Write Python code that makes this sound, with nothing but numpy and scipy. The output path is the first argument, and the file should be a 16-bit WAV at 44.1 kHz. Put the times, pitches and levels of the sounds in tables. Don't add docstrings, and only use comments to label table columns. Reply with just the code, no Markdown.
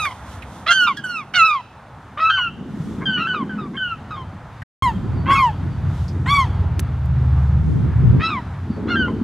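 import sys
import numpy as np
from scipy import signal
from scipy.fft import rfft, irfft, next_fast_len
from scipy.io import wavfile
from scipy.ndimage import uniform_filter1d

SR = 44100
rng = np.random.default_rng(int(sys.argv[2]) if len(sys.argv) > 2 else 0)


def file_out(sig):
    cols = np.atleast_2d(sig).T
    lim = np.clip(cols, -1, 1)
    pcm = np.round(lim * 32767).astype(np.int16)
    wavfile.write(sys.argv[1], SR, pcm)


def elevation(decibels):
    levels = np.asarray(decibels, float)
    return 10 ** (levels / 20)


N = 407043
T = np.arange(N) / SR

# start_s, end_s
SHOTS = [
    (0, 4.635),
    (4.823, 8.212),
    (8.213, 9.23),
]

# frequency_hz, density_db
RUMBLE_SPECTRUM = [(20, -24.5), (40, -22), (70, -7), (110, -5.5), (160, -8), (250, -36.5)]
# frequency_hz, density_db
BUFFET_SPECTRUM = [(80, -29), (130, -6), (200, 5.5), (300, -2), (430, -10.5), (600, -23), (900, -40)]
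# frequency_hz, density_db
WASH_SPECTRUM = [(240, -45.5), (400, -8), (884, -1), (1090, -3.5), (1190, -4.5), (1280, -3), (1760, -10),
                 (3310, -23.5), (5000, -30.5), (6500, -59), (11000, -120)]
# frequency_hz, density_db
SPRAY_SPECTRUM = [(2060, -17.5), (3500, -2.5), (4450, -11), (6170, -10), (12300, -22.5), (14800, -35.5),
                  (15800, -25)]
# time_s, level_db
SWELL = [
    [(0.0, -42), (0.08, -44.5), (1.45, -38), (1.5, -45.5), (2.84, -30.5), (3.44, -39), (4.04, -30.5),
     (4.62, -37.5)],
    [(4.84, -21), (5.51, -22), (6.8, -21.5), (8.03, -21.5), (8.05, -14), (8.2, -16.5)],
    [(8.23, -30.5), (9.21, -29.5), (9.23, -41)],
]
# time_s, level_db
WIND = [
    [(0, -45), (1.1, -39), (1.6, -48), (2.4, -48.5), (2.6, -28.5), (3.65, -30), (3.8, -38), (4.62, -42.5)],
    [(4.84, -26.5), (5.5, -34.5), (7.6, -36), (7.77, -29.5), (7.95, -35), (8.2, -22.5)],
    [(8.23, -32), (8.6, -38), (8.85, -20), (9.23, -23.5)],
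]
# start_s, end_s, side_over_mid
WIDE_SPANS = [(2.5, 3.251, 0.18), (3.397, 3.548, 0.046), (3.952, 4.019, .12), (4.397, 4.55, 0.091),
              (4.812, 5.301, 0.22), (5.601, 5.891, 0.25), (6.2, 6.35, 0.11), (6.599, 6.899, 0.24),
              (7.047, 7.197, 0.17), (7.549, 8.248, 0.6), (8.69, 9.23, 0.2)]
# centre_s, spray_rise_db, half_length_s
WAVES = [
    (0, 17, 0.25),
    (0.332, 11.5, 0.074),
    (0.568, 13, 0.112),
    (2.88, 9, 0.16),
    (6.0, 9.5, 0.12),
    (7.357, 2, 0.15),
]
# start_s, end_s
WHINE_SPANS = [
    (4.8, 6.1),
    (8.7, 9.23),
]

# multiple, level_db
ENGINE_LINES = [(3, -34.5), (4, -26.5), (5, -21.5), (6, -50), (7, -25.5), (8, -39), (9, -33.5), (10, -41.5)]
# time_s, level_db
ENGINE_SWELL = [(4.82, -11.5), (5.6, -14), (6.5, -4.5), (7.5, 1.5), (7.8, -3), (8.2, -18.5)]

# start_s, level_db, pitch_hz
THUMPS = [(2.66, -16, 250), (2.8, -6, 154), (3.426, -10, 218), (3.614, -16, 151), (7.629, -25, 80.5),
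          (7.767, -10.5, 104), (8.046, -6.5, 95.4), (8.149, -5, 79.5), (8.701, -3.5, 220)]
# start_s, level_db, pitch_hz, decay_s
PEBBLES = [(0.051, -19, 1760, 0.011), (0.422, -32.5, 2310, 0.014), (0.97, -36, 4550, 0.013),
           (4.619, -32.5, 1640, 0.014), (6.081, -42, 4860, 0.019), (6.7937, -19.5, 2190, 0.0027),
           (6.799, -27.5, 8100, 0.0031), (7.058, -46, 3970, 0.0018)]

# frequency_hz, level_db
THROAT = [(2500, 16.5), (4000, -6), (5500, -14.5), (7000, -20), (8500, -27.5), (11000, -34.5), (13000, -36),
          (16000, -50.5)]
# start_s, length_s, top_pitch_hz, end_pitch_hz, level_db
OPENINGS = [(.66, 0.083, 1385, 1413, -12.5), (2.17, 0.15, 1292, 1317, -14.5),
            (3.0, 0.053, 1090, 1110, -29.5), (3.16, .12, 1265, 1360, -24.5),
            (3.73, 0.045, 1110, 1125, -33.5), (5.255, .1, 1085, 1140, -17), (8.195, 0.11, 1305, 1315, -23),
            (8.872, 0.095, 1455, 1370, -21.5)]
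# start_s, length_s, top_pitch_hz, end_pitch_hz, level_db
YELPS = [
    (6.255, .225, 1146, 800, -13),
]
# start_s, length_s, top_pitch_hz, end_pitch_hz, level_db
SHRIEKS = [
    (1.335, 0.28, 1301, 936, -12),
]
# start_s, length_s, top_pitch_hz, end_pitch_hz, level_db
WAILS = [(.7, 0.2, 1606, 1322, -15), (.965, 0.054, 1690, 1560, -25), (2.295, 0.21, 1589, 1305, -21),
         (3.265, 0.11, 1535, 1413, -23), (3.49, 0.095, 1548, 1434, -36.5), (3.762, .203, 1562, 1280, -26.5),
         (5.345, 0.1002, 1339, 1028, -16), (8.95, 0.14, 1598, 1350, -23)]
# start_s, length_s, top_pitch_hz, end_pitch_hz, level_db
DROOPS = [
    (-.085, .2, 1338, 940, -21.5),
    (1.035, .21, 1470, 1000, -25.5),
    (3.052, 0.23, 1530, 1210, -25.5),
]
# start_s, length_s, top_pitch_hz, end_pitch_hz, level_db
TAILS = [(.862, 0.077, 1277, 983, -18.5), (2.29, 0.12, 1480, 1300, -24.5), (2.369, 0.06, 1163, 927, -29),
         (3.33, 0.12, 1332, 967, -28), (3.575, .11, 1324, 1094, -34.5), (4.1, 0.079, 1290, 1170, -34),
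         (4.155, 0.1, 1088, 1005, -37.5), (.1, .045, 1048, 986, -29.5), (8.285, 0.13, 1352, 877, -25.5),
         (9.07, 0.057, 1015, 1028, -33.5)]
# start_s, length_s, top_pitch_hz, end_pitch_hz, level_db
ARCHES = [
    (4.735, 0.2, 1088, 809, -16),
    (5.29, .23, 1106, 787, -15.5),
]
# notes, settings of cry(). Pitch starts a share (scoop) under the top,
# closes in over scoop_s and falls from top_share of the note on.
VOICES = [
    (OPENINGS, dict(attack_s=0.055, release_s=0.019, slope_db=3, top_share=0.084, scoop=.13, scoop_s=.018, scoop_bend=1.1, bend=1.1, half_db=3, half_s=0.052, hoarse_db=1, second_db=-7, dull_db=-4.5, third_db=-5, fall_db=-13.5)),
    (SHRIEKS, dict(attack_s=0.06, release_s=0.12, slope_db=0.5, top_share=0.45, scoop=-.145, scoop_s=.058, scoop_bend=3, bend=1.4, half_db=0, half_s=0.053, hoarse_db=3, second_db=-3, dull_db=-17, third_db=-7, fall_db=-10.5)),
    (WAILS, dict(attack_s=0.0091, release_s=0.053, slope_db=2, top_share=.01, scoop=-0.018, scoop_s=0.0093, scoop_bend=1.1, bend=1.3, half_db=-42.5, half_s=.03, hoarse_db=-10, second_db=-6.5, dull_db=-5, third_db=-17.5, fall_db=-2)),
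    (DROOPS, dict(attack_s=0.01, release_s=0.061, slope_db=-4.5, top_share=.1, scoop=-0.05, scoop_s=0.026, scoop_bend=2.7, bend=2.2, half_db=-34.5, half_s=.03, hoarse_db=-21.5, second_db=-3, dull_db=-1, third_db=-11.5, fall_db=-5)),
    (TAILS, dict(attack_s=0.021, release_s=0.033, slope_db=-1.5, top_share=0.009, scoop=-0.0091, scoop_s=0.0092, scoop_bend=1.3, bend=1.05, half_db=-38, half_s=.03, hoarse_db=0.5, second_db=-9.5, dull_db=-7.5, third_db=-5, fall_db=-10)),
    (YELPS, dict(attack_s=0.084, release_s=0.09, slope_db=3, top_share=.33, scoop=.27, scoop_s=.024, scoop_bend=1.15, bend=2.5, half_db=-0.5, half_s=.035, hoarse_db=-3, second_db=0, dull_db=-17.5, third_db=-3.5, fall_db=3.5)),
    (ARCHES, dict(attack_s=0.086, release_s=0.055, slope_db=-6, top_share=.38, scoop=0.23, scoop_s=0.026, scoop_bend=1.1, bend=1.6, half_db=3.5, half_s=0.044, hoarse_db=-2, second_db=-0.5, dull_db=-15, third_db=-10, fall_db=5.5)),
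]
# time_s, second_harmonic_db, higher_harmonics_db
FACING = [(0, 1, 6), (0.799, 4.5, 2), (1.1, -3, 2.5), (1.45, 2.5, 2), (2.201, -5.5, -4.5), (2.4, 5, -9),
          (3.1, 2.5, -16), (3.25, 0.5, -6.5), (3.599, -3, -3), (3.85, 3.5, -15), (4.2, -5.5, 9.5),
          (4.85, -1.5, 1.5), (5.3, -4, 1), (6.3, -1, -3), (8.3, 6, -2.5), (9.001, -2, -5.5)]

# frequency_hz, phase_rad
PORT_PHASE = [
    [(500, 0), (1200, .1), (2500, 0.17), (4300, 0.7), (6600, 2.0), (8000, 2), (9000, .1)],
    [(700, 0), (2000, -0.053), (4000, -.1), (9000, .01)],
]
# frequency_hz, level_db
LEFT_SHADE = [(800, 0), (1400, -2), (3000, -5), (5000, -5), (9000, 0)]


def shape(hz, points):
    f, value = np.transpose(points)
    return np.interp(np.log(np.maximum(hz, 1)), np.log(f), value)


def colour(x, gain):
    size = next_fast_len(x.shape[-1] + 2048)
    spectrum = rfft(x, size) * gain(np.fft.rfftfreq(size, 1 / SR))
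    return irfft(spectrum, size)[..., :x.shape[-1]]


def walk(rate, count=N):
    hold = int(SR / rate)
    steps = np.repeat(rng.standard_normal(count // hold + 1), hold)
    return 1.58 * uniform_filter1d(uniform_filter1d(steps, hold), hold)[:count]


def by_shot(values):
    shot = np.searchsorted([SHOTS[1][0], SHOTS[2][0]], T)
    return uniform_filter1d(np.asarray(values, float)[shot], size=300)


def noise(points, apart, swell_db, flicker_db, flicker_rate):
    out, gust = 0, walk(6)
    low, high = points[0][0], points[-1][0]
    for hz in low * 2. ** np.arange(np.log2(high / low) + 1):
        def band(f):
            return elevation(shape(f, points)) * np.clip(1 - abs(np.log2((f + 1) / hz)), 0, 1) ** .5
        mid, side = colour(rng.standard_normal((2, N)), band)
        level_db = swell_db * (0.42 * walk(0.53) + gust) + flicker_db * walk(flicker_rate)
        out = out + elevation(level_db) * (mid + apart * side * np.array([[1], [-1]]))
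    return out / np.std(out)


def insect_whine():
    on = sum((T > start) * (T < end) for start, end in WHINE_SPANS)
    phase = 2 * np.pi * np.cumsum(4550 + 40 * walk(60)) / SR
    return on * elevation(-66 + 5 * walk(25)) * np.sin(phase)


def sea_and_wind():
    edges = [side * np.clip(np.minimum(T - start, end - T) / .025, 0, 1) for start, end, side in WIDE_SPANS]
    apart = sum(edges) * elevation(2.5 * walk(12))
    swell_db, wind_db = (np.interp(T, *np.concatenate(tables).T) for tables in (SWELL, WIND))
    waves_db = sum(rise * np.exp(-((T - centre) / half) ** 2) for centre, rise, half in WAVES)
    wash_db = by_shot([-42.5, -40.5, -41]) + 0.084 * waves_db
    spray_db = by_shot([-60.5, -60, -61]) + waves_db
    rumble = noise(RUMBLE_SPECTRUM, 0.5 * apart, 1.6, 2.5, 5.5)
    buffet = noise(BUFFET_SPECTRUM, apart, 1.96, 3.04, 25)
    wash = noise(WASH_SPECTRUM, 0.02, 1.0, 1.0, 14)
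    spray = noise(SPRAY_SPECTRUM, 0.52, 0.71, 0.56, 12)
    return rumble * elevation(swell_db) + buffet * elevation(wind_db) + wash * elevation(wash_db) + spray * elevation(spray_db)


def boat_engine():
    phase = 2 * np.pi * np.cumsum(18.05 * (1 + 0.00514 * walk(1.386))) / SR
    hum = 0
    for multiple, db in ENGINE_LINES:
        hum = hum + elevation(db + 3.5 * walk(2.958)) * np.sin(multiple * phase + 6 * rng.random())
    start, end = SHOTS[1]
    heard = (T > start) * np.clip((end - T) / 0.0046, 0, 1)
    return np.sqrt(2) * hum * elevation(np.interp(T, *np.transpose(ENGINE_SWELL))) * heard


def gust_thumps():
    out = np.zeros((2, N))
    for start, db, hz in THUMPS:
        age = np.maximum(T - start, 0)
        out += elevation(db) * np.sin(2 * np.pi * hz * age) * np.exp(-age * hz / 1.18) * np.minimum(age * hz, 1)
    return out


def pebble_clicks():
    out = np.zeros((2, N))
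    t = T[:SR // 10]
    for start, db, hz, decay_s in PEBBLES:
        a = int(start * SR)
        raw = rng.standard_normal(len(t)) + 0.53 * rng.standard_normal((2, len(t)))
        burst = colour(raw, lambda f: 1 / (1 + (decay_s * 250 * np.log2((f + 1) / hz)) ** 2))
        envelope = np.exp(-t / decay_s) * np.clip(t / 0.00026, 0, 1)
        out[:, a:a + len(t)] += elevation(db) * burst / burst.std() * envelope
    return out


def cry(start, length, top_hz, end_hz, level_db, attack_s, release_s, slope_db, top_share, scoop, scoop_s,
        scoop_bend, bend, half_db, half_s, hoarse_db, second_db, dull_db, third_db, fall_db):
    a, b = max(int(start * SR), 0), min(int((start + length) * SR), N)
    t = T[a:b]
    age, left = t - start, start + length - t
    share = age / length

    approach = top_hz * scoop * np.exp(-(abs(age) / scoop_s) ** scoop_bend)
    fall = (top_hz - end_hz) * np.clip((share - top_share) / (1 - top_share), 0, 1) ** bend
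    hz = top_hz - approach - fall
    rasp = elevation(min(hoarse_db, 10)) * (np.exp(-(age / .025) ** 2) + .3 * np.exp(-left / .02)) + .1
    jitter = 0.0062 * walk(90.0, count=b - a) + .009 * (rasp - .1) * walk(400, count=b - a)
    phase = 2 * np.pi * np.cumsum(hz * (1 + jitter)) / SR

    edges = np.clip(1 - age / attack_s, 0, 1) ** 2 + np.clip(1 - left / release_s, 0, 1) ** 2
    first = level_db + slope_db * (share - .5) - 24 * edges
    when, *facing = np.transpose(FACING)
    second, higher = (np.interp(t, when, column) for column in facing)
    levels = [first, first + second_db + dull_db * share + second]
    for k in range(3, 14):
        octaves = np.log2(k / 3)
        throat = shape(k * hz, THROAT) - shape(3 * hz, THROAT)
        levels.append(levels[1] + higher * (1 + .6 * octaves) + third_db + fall_db * octaves + throat)

    out = np.zeros(b - a)
    for k, db in enumerate(levels, 1):
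        half = elevation(half_db - (18 if k == 1 else 0)) * np.exp(-(age / half_s) ** 2) * np.sin((k - .5) * phase)
        rough = (rasp + 0.041 * elevation(-.5 * higher) * (k - 1)) * walk(600, count=b - a)
        wobble = 1 + rough + 0.26 * k ** 0.55 * walk(50.56, count=b - a)
        out += np.sqrt(2) * elevation(db) * (k * hz < 17000) * wobble * (np.sin(k * phase + k * k) + half)
    return np.pad(out * np.clip(np.minimum(age, left) / .006, 0, 1), (a, N - b))


def echoes(birds):
    t = T[:SR // 2]
    rocks = elevation(-41) * np.exp(-np.log(1000) * t / .14)
    trees = elevation(-52) * np.exp(-np.log(1000) * t / .7)
    mid, side = rng.standard_normal((2, len(t))) * (rocks + trees) * np.clip(t / 0.0027, 0, 1)
    scatter = mid + .3 * side * np.array([[1], [-1]])
    echo = signal.fftconvolve(birds[None], scatter, axes=1)[:, :N]
    tone = [(900, -25.5), (1500, -5.0), (2300, -14), (3200, 6.0), (3600, -4.5), (4600, 2), (9000, 3.0)]  # Hz, dB
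    return colour(echo, lambda f: elevation(shape(f, tone)))


def gulls():
    birds = sum(cry(*note, **voice) for notes, voice in VOICES for note in notes)
    return birds + echoes(birds)


def duck(birds):
    knee_db, power, recover_s = -16.5, 0.89, 0.53
    keep = np.exp(-1 / (recover_s * SR))
    loud = signal.lfilter([1 - keep], [1, -keep], abs(birds).mean(0))
    return np.where(T < SHOTS[0][1], (1 + loud / elevation(knee_db)) ** -power, 1)


def scene():
    birds = gulls()
    shore = insect_whine() + sea_and_wind()
    return duck(birds) * shore + boat_engine() + gust_thumps() + pebble_clicks() + birds


def low_pass(x):
    return signal.sosfilt(signal.butter(12, 16050, fs=SR, output="sos"), x)


def record(dry):
    turned = []
    for ports in PORT_PHASE:
        turned.append([colour(channel, lambda f: np.exp(.5j * sign * shape(f, ports)))
                       for channel, sign in zip(dry, (1, -1))])
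    aside, ahead = turned
    aside[0] = colour(aside[0], lambda f: elevation(shape(f, LEFT_SHADE)))
    swing = np.clip((T - 1.5) / .6, 0, 1)
    x = (1 - swing) * aside + swing * ahead
    x = colour(x, lambda f: 1 / (1 + (f / 15600) ** 60))
    gap = np.clip(np.maximum((SHOTS[0][1] - T) / 0.0092, (T - SHOTS[1][0]) / 0.00042), 0, 1)
    limited = x / (1 + x ** 8) ** (1 / 8)
    return low_pass(limited * gap)


dry = scene()
out = record(dry)
file_out(out)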